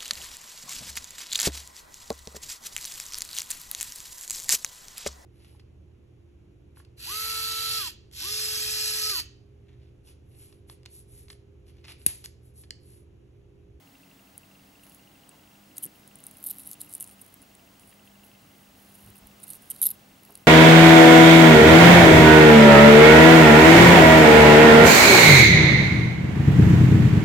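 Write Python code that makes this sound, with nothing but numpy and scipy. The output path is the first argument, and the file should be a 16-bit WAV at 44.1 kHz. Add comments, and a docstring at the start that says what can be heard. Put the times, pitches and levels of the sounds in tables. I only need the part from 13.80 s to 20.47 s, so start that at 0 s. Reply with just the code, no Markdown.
"""Pendant and chain handled in a quiet room

A pendant on a fine metal chain is turned in the fingers, lifted, and lowered into a palm. Links clink
singly (damped modes), run in rattles and rustle as they slide (dense random strikes); the pendant lands
on the heap. Skin puffs and nail clicks are short filtered noise. Shaped noise and drifting sines make
the room and its hum; short decaying tones make the faint steps of a camera's focus drive."""
import sys
import numpy as np
from scipy import signal
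from scipy.fft import rfft, irfft
from scipy.io import wavfile

SR = 44100
rng = np.random.default_rng(int(sys.argv[2]) if len(sys.argv) > 2 else 0)


def generate_wav(sig):
    """Save sig (samples, or channels by samples) to the path in sys.argv[1] as 16-bit PCM at SR."""
    pcm = np.round(np.clip(np.atleast_2d(sig).T, -1, 1) * 32767).astype(np.int16)
    wavfile.write(sys.argv[1], SR, pcm)


N = 294147
TIME = np.arange(N) / SR

# ring of the links: (nominal frequency [Hz], level [dB], undamped t60 [s])
LINK_RING = [(8500, -8, 0.008), (9400, 1.5, .012), (10300, -1, 0.0073), (10900, -0.5, 0.0072),
             (11260, -0.5, 0.0077), (11950, 0, 0.013), (12800, -15, .005), (13430, 2.5, 0.012),
             (14800, -12, .004)]
# ring of the clasp and the wider rings: (nominal frequency [Hz], level [dB], t60 [s])
CLASP_RING = [(6570, 1, 0.0031), (7500, 3, 0.008), (8100, 3.5, 0.019)]
# duller ring of the pendant and its loop: (nominal frequency [Hz], level [dB], t60 [s])
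PENDANT_RING = [(3040, 0, 0.013), (3800, 7.5, 0.0086), (4400, 9, 0.0045), (4990, 9, 0.0096)]
CRACK_GAIN, CRACK_DECAY_S = 1.8, 0.00044  # extra gain at the first instant of a contact, and its decay


def amp(db):
    """Decibels to gain."""
    return 10 ** (np.asarray(db) / 20)


def unit(x):
    """Scales to rms 1."""
    return x / np.sqrt(np.mean(x ** 2) + 1e-20)


def read(points, hz):
    """Reads a spectrum on a log-frequency axis."""
    f, value = np.transpose(points)
    return np.interp(np.log(hz + 1), np.log(f), value)


def follow(rows):
    """Interpolates (time, value) rows at every sample."""
    return np.interp(TIME, *np.transpose(rows))


def add(mix, s, sound):
    """Mixes a sound in at time s."""
    part = mix[max(round(s * SR), 0):][:len(sound)]
    part += sound[:len(part)]


def drift(rate_hz):
    """Slow random motion of rms 1: noise under a Gaussian low-pass."""
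    hz = np.fft.rfftfreq(N, 1 / SR)
    return unit(irfft(rfft(rng.standard_normal(N)) * np.exp(-(hz / rate_hz) ** 2), N))


def air(level_db=-58):
    """Room noise with a slight swell, shared by both sides in the bass and diffuse in the middle."""
    # spectrum before level scaling: (frequency [Hz], relative density [dB])
    spectrum = [(20, -22), (50, -10.5), (165, -4.5), (290, -8.5), (490, -13.5), (800, -15), (1580, -19),
                (2800, -23), (4000, -22), (7000, -23.5), (12000, -25), (15800, -25)]
    # resonant humps: (frequency [Hz], width [Hz], boost [dB])
    humps = [(264, 17, 4.5), (672, 110, 3.5), (2070, 66, 6), (2860, 930, 4)]
    # left-right correlation: (frequency [Hz], correlation [-1..1])
    likeness = [(30, 0.93), (130, 1), (350, 0.8), (700, 0.32), (1400, 0.044), (2800, 0.27), (5500, 0.75),
                (12000, 1)]
    # (time [s], level change [dB])
    swell = [(0, -0.5), (1.4, 0), (3, 0.64), (4.3, 0), (5.9, 2), (6.67, 0)]
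    hz = np.fft.rfftfreq(N, 1 / SR)
    hump_db = sum(db / (1 + (2 * (hz - f) / width) ** 2) for f, width, db in humps)
    shape = amp(read(spectrum, hz) + hump_db)
    same = np.clip(read(likeness, hz), -1, 1)
    mid, side = rfft(rng.standard_normal((2, N))) * shape
    mid = irfft(mid, N)
    side = irfft(side * np.sqrt((1 - same) / (1 + same)), N)
    return amp(level_db + follow(swell)) * np.array([mid + side, mid - side]) / mid.std()


def hum(drone_hz=200, drone_db=-2, whine_hz=15625, whine_db=-68):
    """Drifting lines of a household appliance, two harmonics of a second motor, a thin electronic whine."""
    # steady lines: (frequency [Hz], rms level [dB])
    steady = [(59.5, -77), (100, -73), (151, -75), (265, -72.5), (812, -77.5)]
    # line that swells, before drone_db: (time [s], level [dB])
    drone = [(0, -71), (3.4, -68), (3.9, -62.5), (4.8, -59), (6.67, -62)]
    # second motor: (time [s], speed [turns/s], rms level per harmonic [dB])
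    motor = [(0, 92.5, -68), (2.1, 103, -68.5), (3.2, 98.6, -67.5), (4.3, 95, -77), (6.67, 114, -82)]
    s, speed, db = np.transpose(motor)
    speed_hz, motor_gain = np.interp(TIME, s, speed), amp(np.interp(TIME, s, db))
    lines = [(hz, amp(db)) for hz, db in steady]
    lines += [(drone_hz, amp(follow(drone) + drone_db))]
    lines += [(2 * speed_hz, motor_gain), (3 * speed_hz, motor_gain)]
    motors = np.zeros(N)
    for hz, gain in lines:
        level = gain * (1 + 0.25 * drift(4.2))
        phase = 2 * np.pi * np.cumsum(hz + 0.69 * drift(4.22)) / SR
        motors += level * np.sin(phase)
    whine = np.sin(2 * np.pi * whine_hz * TIME)
    return np.sqrt(2) * (motors + amp(whine_db) * whine)  # sqrt(2): rms to peak


def focus_drive(clock_s=0.04, step_db=5, ring_hz=2760, between_hz=2900, upper_hz=3080,
                decay_s=0.0032, rise_s=0.00024, uneven_db=1.6):
    """The lens moves in runs of evenly timed steps, strong and light in turn; each step is a brief ring."""
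    # before step_db: (first step [s], run end [s], strong step level [dB], light step level [dB])
    runs = [(0.073, .77, -54.5, -72), (0.794, 1.73, -56.5, -61), (1.753, 3.05, -57, -66),
            (3.073, 3.41, -57, -65), (3.539, 3.56, -60, -66), (3.634, 4.22, -58, -67),
            (4.275, 4.53, -55, -60), (4.551, 5.17, -60, -61), (5.193, 6.13, -57, -61.5),
            (6.154, 6.65, -59, -63)]
    out, t = np.zeros(N), np.arange(900) / SR
    envelope = np.exp(-t / decay_s) * (1 - np.exp(-t / rise_s))
    for first, last, strong_db, light_db in runs:
        steps = np.arange(first, last, clock_s)
        for beat, s in enumerate(steps):
            tuning, force, upper = rng.standard_normal(3)
            light = beat % 2 and s < steps[-1]  # a run ends on a strong step
            hz, db = (between_hz, light_db) if light else (ring_hz, strong_db)
            wave = np.sin(2 * np.pi * hz * (1 + 0.014 * tuning) * t)
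            wave += 0.29 * upper * np.sin(2 * np.pi * upper_hz * t)
            add(out, s, amp(db + step_db + uneven_db * force) * wave * envelope)
    return out


def ring(modes, bright_hz, focus_hz, detune=0.05, uneven_db=6.5, crack=0, damping=1,
         contact_s=0.00014, size=1400):
    """One contact, energy 1: randomly tuned and struck modes, loudest near bright_hz; damping shortens them."""
    hz, db, t60 = np.transpose(modes)[:, :, None]
    tuning, strength, place = rng.standard_normal((3, len(modes), 1))
    t = np.arange(size) / SR
    gain = amp(db + uneven_db * strength - 60 * damping * t / t60)
    gain /= 1 + ((hz - bright_hz) / focus_hz) ** 2
    wave = (gain * np.sin(2 * np.pi * (hz * (1 + detune * tuning) * t + place))).sum(0)
    wave *= 1 - np.exp(-(t / contact_s) ** 2)  # the contact takes a moment to build
    wave *= 1 + crack * np.exp(-t / CRACK_DECAY_S)
    return wave / np.linalg.norm(wave)


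def tick(decay_s=0.002, size=1400):
    """The dry broadband snap of metal meeting metal: decaying band-passed noise of energy 1."""
    snap = rng.standard_normal(size) * np.exp(-np.arange(size) / SR / decay_s)
    band = signal.butter(3, [3000, 12000], "band", fs=SR, output="sos")
    snap = signal.sosfilt(band, snap)
    return snap / np.linalg.norm(snap)


def chatter(wave, share, gap_s=0.0011):
    """A contact rebounds twice within a moment, each time weaker by share. Energy 1."""
    out = wave.copy()
    for k, wait in enumerate(np.cumsum(rng.uniform(0.44, 1.3, 2))):
        add(out, wait * gap_s, share ** (k + 1) * wave)
    return out / np.linalg.norm(out)


def clinks(link_db=9, heavy_db=-4.0, tick_db=12, lag_s=0.00086, soft_rebound=0.35,
           hard_rebound=0.7, soft_damping=1.2, in_palm_s=5.8):
    """Each strike rings a link, with a duller clasp, pendant and contact knock; heavy ones rebound harder."""
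    # before gains and lag: (time [s], link level [dB], ring focus [Hz], knock level [dB], knock focus [Hz])
    strikes = [(.578, -25.5, 11200, -56, 4200), (1.035, -40.5, 11500, -61, 3500),
               (1.096, -38, 11000, -68, 3980), (1.146, -37, 11800, -61, 4000),
               (1.491, -35.5, 8850, -54, 4500), (1.969, -31, 11000, -50, 5000),
               (1.9802, -15.5, 11700, -40, 3700), (2.038, -14.5, 11900, -48, 3100),
               (2.046, -17, 11900, -54, 3100), (2.0532, -22, 11000, -55, 5000),
               (2.0616, -26, 11000, -61, 4500), (2.276, -34, 9100, -60, 4000),
               (2.355, -31.5, 11000, -60, 4000), (2.387, -40, 11000, -66, 4000),
               (2.403, -39, 11500, -68, 4000), (2.438, -30, 11000, -57, 3800),
               (2.466, -23, 9900, -48, 3800), (2.511, -33.5, 11100, -57, 4000),
               (2.569, -34, 12500, -67, 4000), (2.627, -30, 11500, -64, 4000),
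               (2.639, -17.5, 11600, -52, 4200), (2.662, -18, 12300, -61, 4000),
               (2.667, -16, 12200, -50, 4000), (2.6705, -15, 12300, -57, 4000),
               (2.679, -27, 12000, -58, 4200), (2.686, -23, 12500, -48, 4200),
               (2.697, -22, 9400, -48, 4050), (2.704, -19, 11900, -59, 4500),
               (2.709, -15, 12200, -47, 4170), (2.711, -18, 11900, -52, 3000),
               (2.718, -37, 12000, -57, 4000), (2.744, -40, 11500, -65, 4000),
               (2.784, -26, 10400, -60, 4200), (2.7946, -28, 10600, -59, 4200),
               (2.810, -35, 10800, -60, 4200), (2.8605, -32, 10300, -65, 4200),
               (2.873, -21.5, 11000, -63, 4500), (2.904, -33, 10600, -58, 4500),
               (2.913, -22, 10700, -46, 4500), (2.924, -31, 11000, -58, 4500),
               (2.931, -27, 10500, -45, 4480), (2.940, -33, 10500, -58, 4500),
               (3.005, -28, 10400, -53, 4500), (3.0141, -17.5, 10000, -47, 4500),
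               (3.033, -40, 10500, -62, 4500), (3.046, -42, 10500, -64, 4500),
               (3.0947, -39, 10000, -62, 4500), (3.116, -39, 10000, -60, 4500),
               (3.126, -32, 10500, -51, 5000), (3.137, -22, 10400, -48, 5000),
               (3.144, -30, 10000, -58, 4500), (3.150, -14.5, 10100, -58, 5000),
               (3.179, -34, 9700, -63, 4000), (3.200, -24, 9600, -54, 3100), (3.206, -18, 10600, -47, 3000),
               (3.2082, -27, 10500, -48, 3000), (3.225, -19, 11000, -50, 3000),
               (3.2412, -29, 10600, -52, 4500), (3.274, -34, 9400, -54, 3000),
               (3.284, -38, 9400, -64, 3000), (3.3214, -42, 10000, -68, 4000),
               (3.3315, -43, 10000, -68, 4000), (3.4141, -31, 10000, -66, 4000),
               (3.4625, -39, 10800, -68, 4000), (3.5263, -45, 10500, -70, 4000),
               (3.540, -33.5, 10500, -67, 4000), (3.617, -38, 11300, -62, 4000),
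               (3.6254, -37, 11200, -64, 4000), (3.750, -38, 9150, -57.5, 4000),
               (3.9957, -41, 9800, -61, 4000), (4.0746, -42, 10800, -72, 4000),
               (4.092, -41, 10600, -72, 4000), (5.1451, -41, 11000, -68, 4000),
               (5.152, -36.5, 10500, -68, 4000), (5.3027, -38, 10900, -72, 4000),
               (5.356, -43, 10900, -73, 4000), (5.369, -49, 10800, -74, 4000),
               (5.3871, -42, 10600, -74, 4000), (5.470, -34, 10900, -75, 4000),
               (5.6011, -41, 10200, -70, 4000), (5.634, -29, 9800, -62, 4000),
               (5.679, -30, 9800, -66, 4000), (5.690, -33, 12200, -64, 4000),
               (5.7015, -24.5, 10400, -56, 4000), (5.709, -33, 10500, -63, 4000),
               (5.733, -28, 12000, -50, 4000), (5.745, -35, 11800, -63, 4000),
               (5.7525, -31, 11500, -60, 4000), (5.821, -39, 11500, -68, 4000),
               (5.901, -16.5, 10300, -54, 4500), (5.908, -16, 11000, -46, 3000),
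               (5.915, -22, 10800, -43.5, 3000), (5.947, -34, 10800, -60, 4000),
               (5.962, -32, 10800, -51, 3980), (6.015, -0.5, 10900, -38, 3800),
               (6.024, -7, 11200, -47, 3800), (6.0263, -3, 11000, -43, 3800),
               (6.0303, -4, 11300, -46, 3800), (6.038, -2.5, 11200, -38, 3800),
               (6.045, -18, 11200, -45, 3800), (6.054, -2.5, 10000, -39.5, 4370),
               (6.061, -1, 11600, -37, 4400), (6.065, 0, 11700, -41, 4200), (6.067, -3, 11800, -38, 3800),
               (6.088, -16, 11800, -43, 4470), (6.103, -10, 11300, -53, 4500),
               (6.111, -14, 11200, -46, 4300), (6.433, -38.5, 9500, -66, 4500),
               (6.450, -36, 12000, -56, 4500), (6.505, -36.5, 12000, -66, 4500),
               (6.522, -38, 12000, -70, 4530), (6.553, -26, 10100, -47, 4550),
               (6.574, -35, 12000, -61, 4530)]
    out = np.zeros(N)
    for s, peak_db, hz, knock_db, knock_hz in strikes:
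        weight = np.interp(peak_db, [-22, -8], [0, 1])
        focus_hz = np.interp(weight, [0, 1], [1900, 950])  # a heavy strike is a purer ping
        # in the palm the clasp is damped; on the heap the links strike the pendant harder
        clasp_db, pendant_db = (23, 13) if s < in_palm_s else (16, 16)
        link = ring(LINK_RING, hz, focus_hz, detune=0.0032, crack=CRACK_GAIN * (1 - weight),
                    damping=soft_damping ** (1 - weight))
        link *= amp(peak_db + link_db + heavy_db * weight)
        clasp = ring(CLASP_RING, 7300, focus_hz=3000, detune=0.013, crack=CRACK_GAIN)
        clasp *= amp(knock_db + clasp_db)
        pendant = amp(pendant_db) * ring(PENDANT_RING, knock_hz, focus_hz=500, detune=0.014)
        knock = amp(knock_db) * (pendant + amp(tick_db) * tick())
        rebound = soft_rebound + weight * (hard_rebound - soft_rebound)
        for part in (link, clasp, knock):
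            add(out, s + lag_s, np.linalg.norm(part) * chatter(part, rebound))
    return out


def shimmer(x, detune=0.008, turn_s=0.009, count=8):
    """Strikes set neighbouring links ringing longer; the set of pitches changes every turn_s."""
    # lingering ring of loose links: (nominal frequency [Hz], level [dB], t60 [s])
    modes = [(9400, -2, 0.066), (11000, -0.5, 0.047), (11700, -4, .045), (13600, -9, .035)]
    hz, db, t60 = np.transpose(modes)[:, :, None]
    t = np.arange(SR // 10) / SR
    decay = amp(-60 * t / t60)
    gain = 2 * amp(db) * decay / decay.sum(1, keepdims=True)
    out = np.zeros(N)
    for k in range(count):
        tuned_hz = hz * (1 + detune * rng.standard_normal(hz.shape))
        response = (gain * np.cos(2 * np.pi * tuned_hz * t)).sum(0)
        turn = TIME // turn_s % count == k
        out += signal.oaconvolve(x * turn, response)[:N]
    return out


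def room(x, t60=0.046, early_db=-22, tail_db=-25, far_db=-38, far_t60=0.14):
    """Quick reflections off the hands, a short tail from things nearby, a furnished room's faint decay."""
    t = np.arange(SR // 2) / SR
    early, tail, far = rng.standard_normal((3, 2, len(t)))
    early = early * np.exp(-t / 0.004) * (t > 0.0008)
    tail = tail * amp(-60 * t / t60) * (t > 0.005)
    far = far * amp(-60 * t / far_t60) * (t > 0.015)
    parts = [(early_db, early), (tail_db, tail), (far_db, far)]
    response = sum(amp(db) * part / np.linalg.norm(part[0]) for db, part in parts)
    return signal.fftconvolve(x[None], response, axes=1)[:, :N]


def collisions(force, per_s, bright_hz, knock_db, knock_hz=4200, snap_db=-22, wander_hz=600,
               damping=1.1, count=24):
    """Many small uneven strikes, shared among links of different colour; force sets envelope and energy."""
    chance, link_share = rng.random((2, len(force)))
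    size_db = 6.5 * np.clip(rng.standard_normal(len(force)), -2, 2)
    struck = chance <= max(per_s / SR, np.sort(chance)[2])  # at least three strikes
    hits = force * amp(size_db) * struck
    out = 0
    for k in range(count):
        knock = ring(PENDANT_RING, knock_hz, focus_hz=394, detune=0.025)
        knock += 0.5 * ring(CLASP_RING, 7000, focus_hz=2500)
        own_hz = bright_hz + wander_hz * rng.standard_normal()
        strike = ring(LINK_RING, own_hz, focus_hz=1700, detune=0.007, crack=0.5 * CRACK_GAIN, damping=damping)
        strike += amp(knock_db) * knock + amp(snap_db) * tick(decay_s=0.0005)
        out = out + signal.oaconvolve(hits * (np.floor(link_share * count) == k), strike)
    return out * np.linalg.norm(force) / (np.linalg.norm(out) + 1e-20)


def rustle(level_db=-1, damping=1.7, muted_knock_db=-18, clump_db=-1, clump_hz=30,
           rise_share=0.21, fall_share=0.28, snags_per_s=110, snag_db=-7):
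    """Slides swell and fade in stick-slip spurts: skin-muted links tick together, now and then one snags."""
    # before level_db: (time [s], length [s], level [dB], fine contacts [1/s], mean ring focus [Hz])
    slides = [(0.987, 0.23, -64, 900, 11500), (1.984, 0.057, -57, 1300, 11300),
              (2.136, .09, -67, 1000, 11000), (2.419, 0.16, -62, 170, 11000), (2.54, 0.35, -56, 440, 12300),
              (2.758, 0.2, -52, 580, 10700), (2.984, 0.094, -54, 860, 10800),
              (3.075, 0.11, -51.5, 1100, 11000), (3.186, 0.17, -56.5, 450, 9800),
              (3.373, 0.14, -63.5, 380, 10000), (3.981, 0.19, -64, 820, 10500),
              (4.24, .06, -67, 400, 11000), (4.424, 0.071, -61, 1200, 11800),
              (4.746, 0.13, -68.5, 280, 11000), (4.945, 0.19, -64.5, 1500, 11800),
              (5.07, 0.26, -61, 1800, 11000), (5.342, 0.061, -58, 330, 10900),
              (5.58, 0.092, -61, 650, 10000), (5.653, 0.13, -49, 1400, 10200),
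              (5.799, 0.14, -62, 1600, 11300), (5.903, 0.14, -55, 900, 10800),
              (6.044, 0.083, -39.5, 1000, 11600), (6.106, 0.059, -60, 1200, 11700),
              (6.408, 0.25, -66.5, 300, 12000)]
    out, spurts = np.zeros(N), amp(clump_db * drift(clump_hz))
    for s, length, db, per_s, hz in slides:
        pull = spurts[round(s * SR):][:int(length * SR)]
        u = np.linspace(0, 1, len(pull))
        fade = np.minimum(np.minimum(u / rise_share, (1 - u) / fall_share), 1)
        force = amp(db + level_db) * unit(pull * fade)
        fine = collisions(force, per_s, hz, muted_knock_db, damping=damping)
        snags = collisions(force, snags_per_s, hz, muted_knock_db, damping=damping, count=8)
        add(out, s, fine)
        add(out, s, amp(snag_db) * snags)
    return out


def hands():
    """Soft dull puffs of skin against skin and against a support: band-passed noise bursts."""
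    # (time [s], length [s], rms level [dB], centre [Hz])
    bumps = [(1.04, 0.066, -72, 1200), (1.474, 0.13, -67.5, 750), (2.043, 0.04, -53, 220),
             (4.123, 0.01, -58.5, 2400), (5.188, .19, -58.5, 78), (5.387, 0.11, -62, 50),
             (6.469, 0.075, -61, 403), (6.478, 0.04, -60, 820)]
    out = np.zeros(N)
    for s, length, db, hz in bumps:
        band = signal.butter(2, [hz * 0.6, hz * 1.39], "band", fs=SR, output="sos")
        noise = signal.sosfilt(band, rng.standard_normal(SR))
        span = int(length * SR)
        add(out, s, amp(db) * unit(noise[-span:] * np.hanning(span)))
    return out


def nails(decay_s=0.00074, size=600):
    """A fingernail slips on the pendant's rim: a dry noise click with no ring."""
    # (time [s], energy level [dB], low edge [Hz], high edge [Hz])
    slips = [(1.067, -33, 500, 4500), (1.121, -33.5, 700, 10000), (3.2937, -33.5, 900, 8000)]
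    out = np.zeros(N)
    for s, db, low_hz, high_hz in slips:
        snap = rng.standard_normal(size) * np.exp(-np.arange(size) / SR / decay_s)
        band = signal.butter(1, [low_hz, high_hz], "band", fs=SR, output="sos")
        snap = signal.sosfilt(band, snap)
        add(out, s, amp(db) * snap / np.linalg.norm(snap))
    return out


def rattles():
    """A few links strike in quick succession as they run over an edge; louder rattles are denser."""
    # before the chain gain:
    # (time [s], length [s], level [dB], mean ring focus [Hz], knock gain [dB], knock focus [Hz])
    runs = [(1.955, 0.032, -52, 10500, -14, 4500), (2.022, .024, -36, 11000, -23, 3050),
            (2.632, 0.066, -43, 12300, -21, 4230), (2.66, 0.012, -35.5, 12000, -27, 4030),
            (2.695, 0.024, -37, 11800, -15.5, 4200), (2.787, 0.033, -50.5, 10700, -17, 4200),
            (3.002, .02, -42.5, 10500, -16, 4570), (3.202, 0.02, -44.5, 10000, -28, 3000),
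            (3.213, 0.019, -43, 11000, -28, 3000), (3.412, 0.011, -46, 9800, -29, 3600),
            (5.626, 0.023, -45, 10200, -17.5, 3600), (5.7, .012, -41.5, 9600, -17, 3550),
            (5.899, .018, -34.5, 10600, -23.5, 3600), (6.015, 0.061, -35.5, 11500, -18.5, 3800),
            (6.019, 0.022, -27, 11000, -18, 3800)]
    out = np.zeros(N)
    for s, length, db, hz, knock_db, knock_hz in runs:
        force = amp(db) * unit(np.sqrt(np.hanning(int(length * SR))))
        per_s = np.interp(db, [-58, -35], [700, 2600])
        add(out, s, collisions(force, per_s, hz, knock_db, knock_hz, snap_db=-26.5))
    return out


def scene(top_hz=14900, chain_db=-1):
    """Mixes all layers; the chain's direct sound starts near the middle and later leans right."""
    chain = amp(chain_db) * (clinks() + rattles() + rustle())
    low_pass = signal.butter(6, top_hz, fs=SR, output="sos")  # little rings above the top mode
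    chain = signal.sosfilt(low_pass, chain + shimmer(chain))
    # left against right: (time [s], level difference [dB])
    balance_db = follow([(2, -1), (3, 0), (5, -4.5), (5.7, -5), (6.1, -2), (6.6, -1.5)])
    direct = chain * amp(np.array([balance_db, -balance_db]) / 2)
    return direct + room(chain) + air() + hum() + hands() + nails() + focus_drive()


def record(dry, edge_hz=16000):
    """Limits the band with a linear-phase low-pass."""
    low_pass = signal.firwin(255, edge_hz, window=("kaiser", 9), fs=SR)
    return signal.oaconvolve(dry, low_pass[None], "same")


dry = scene()
out = record(dry)
generate_wav(out)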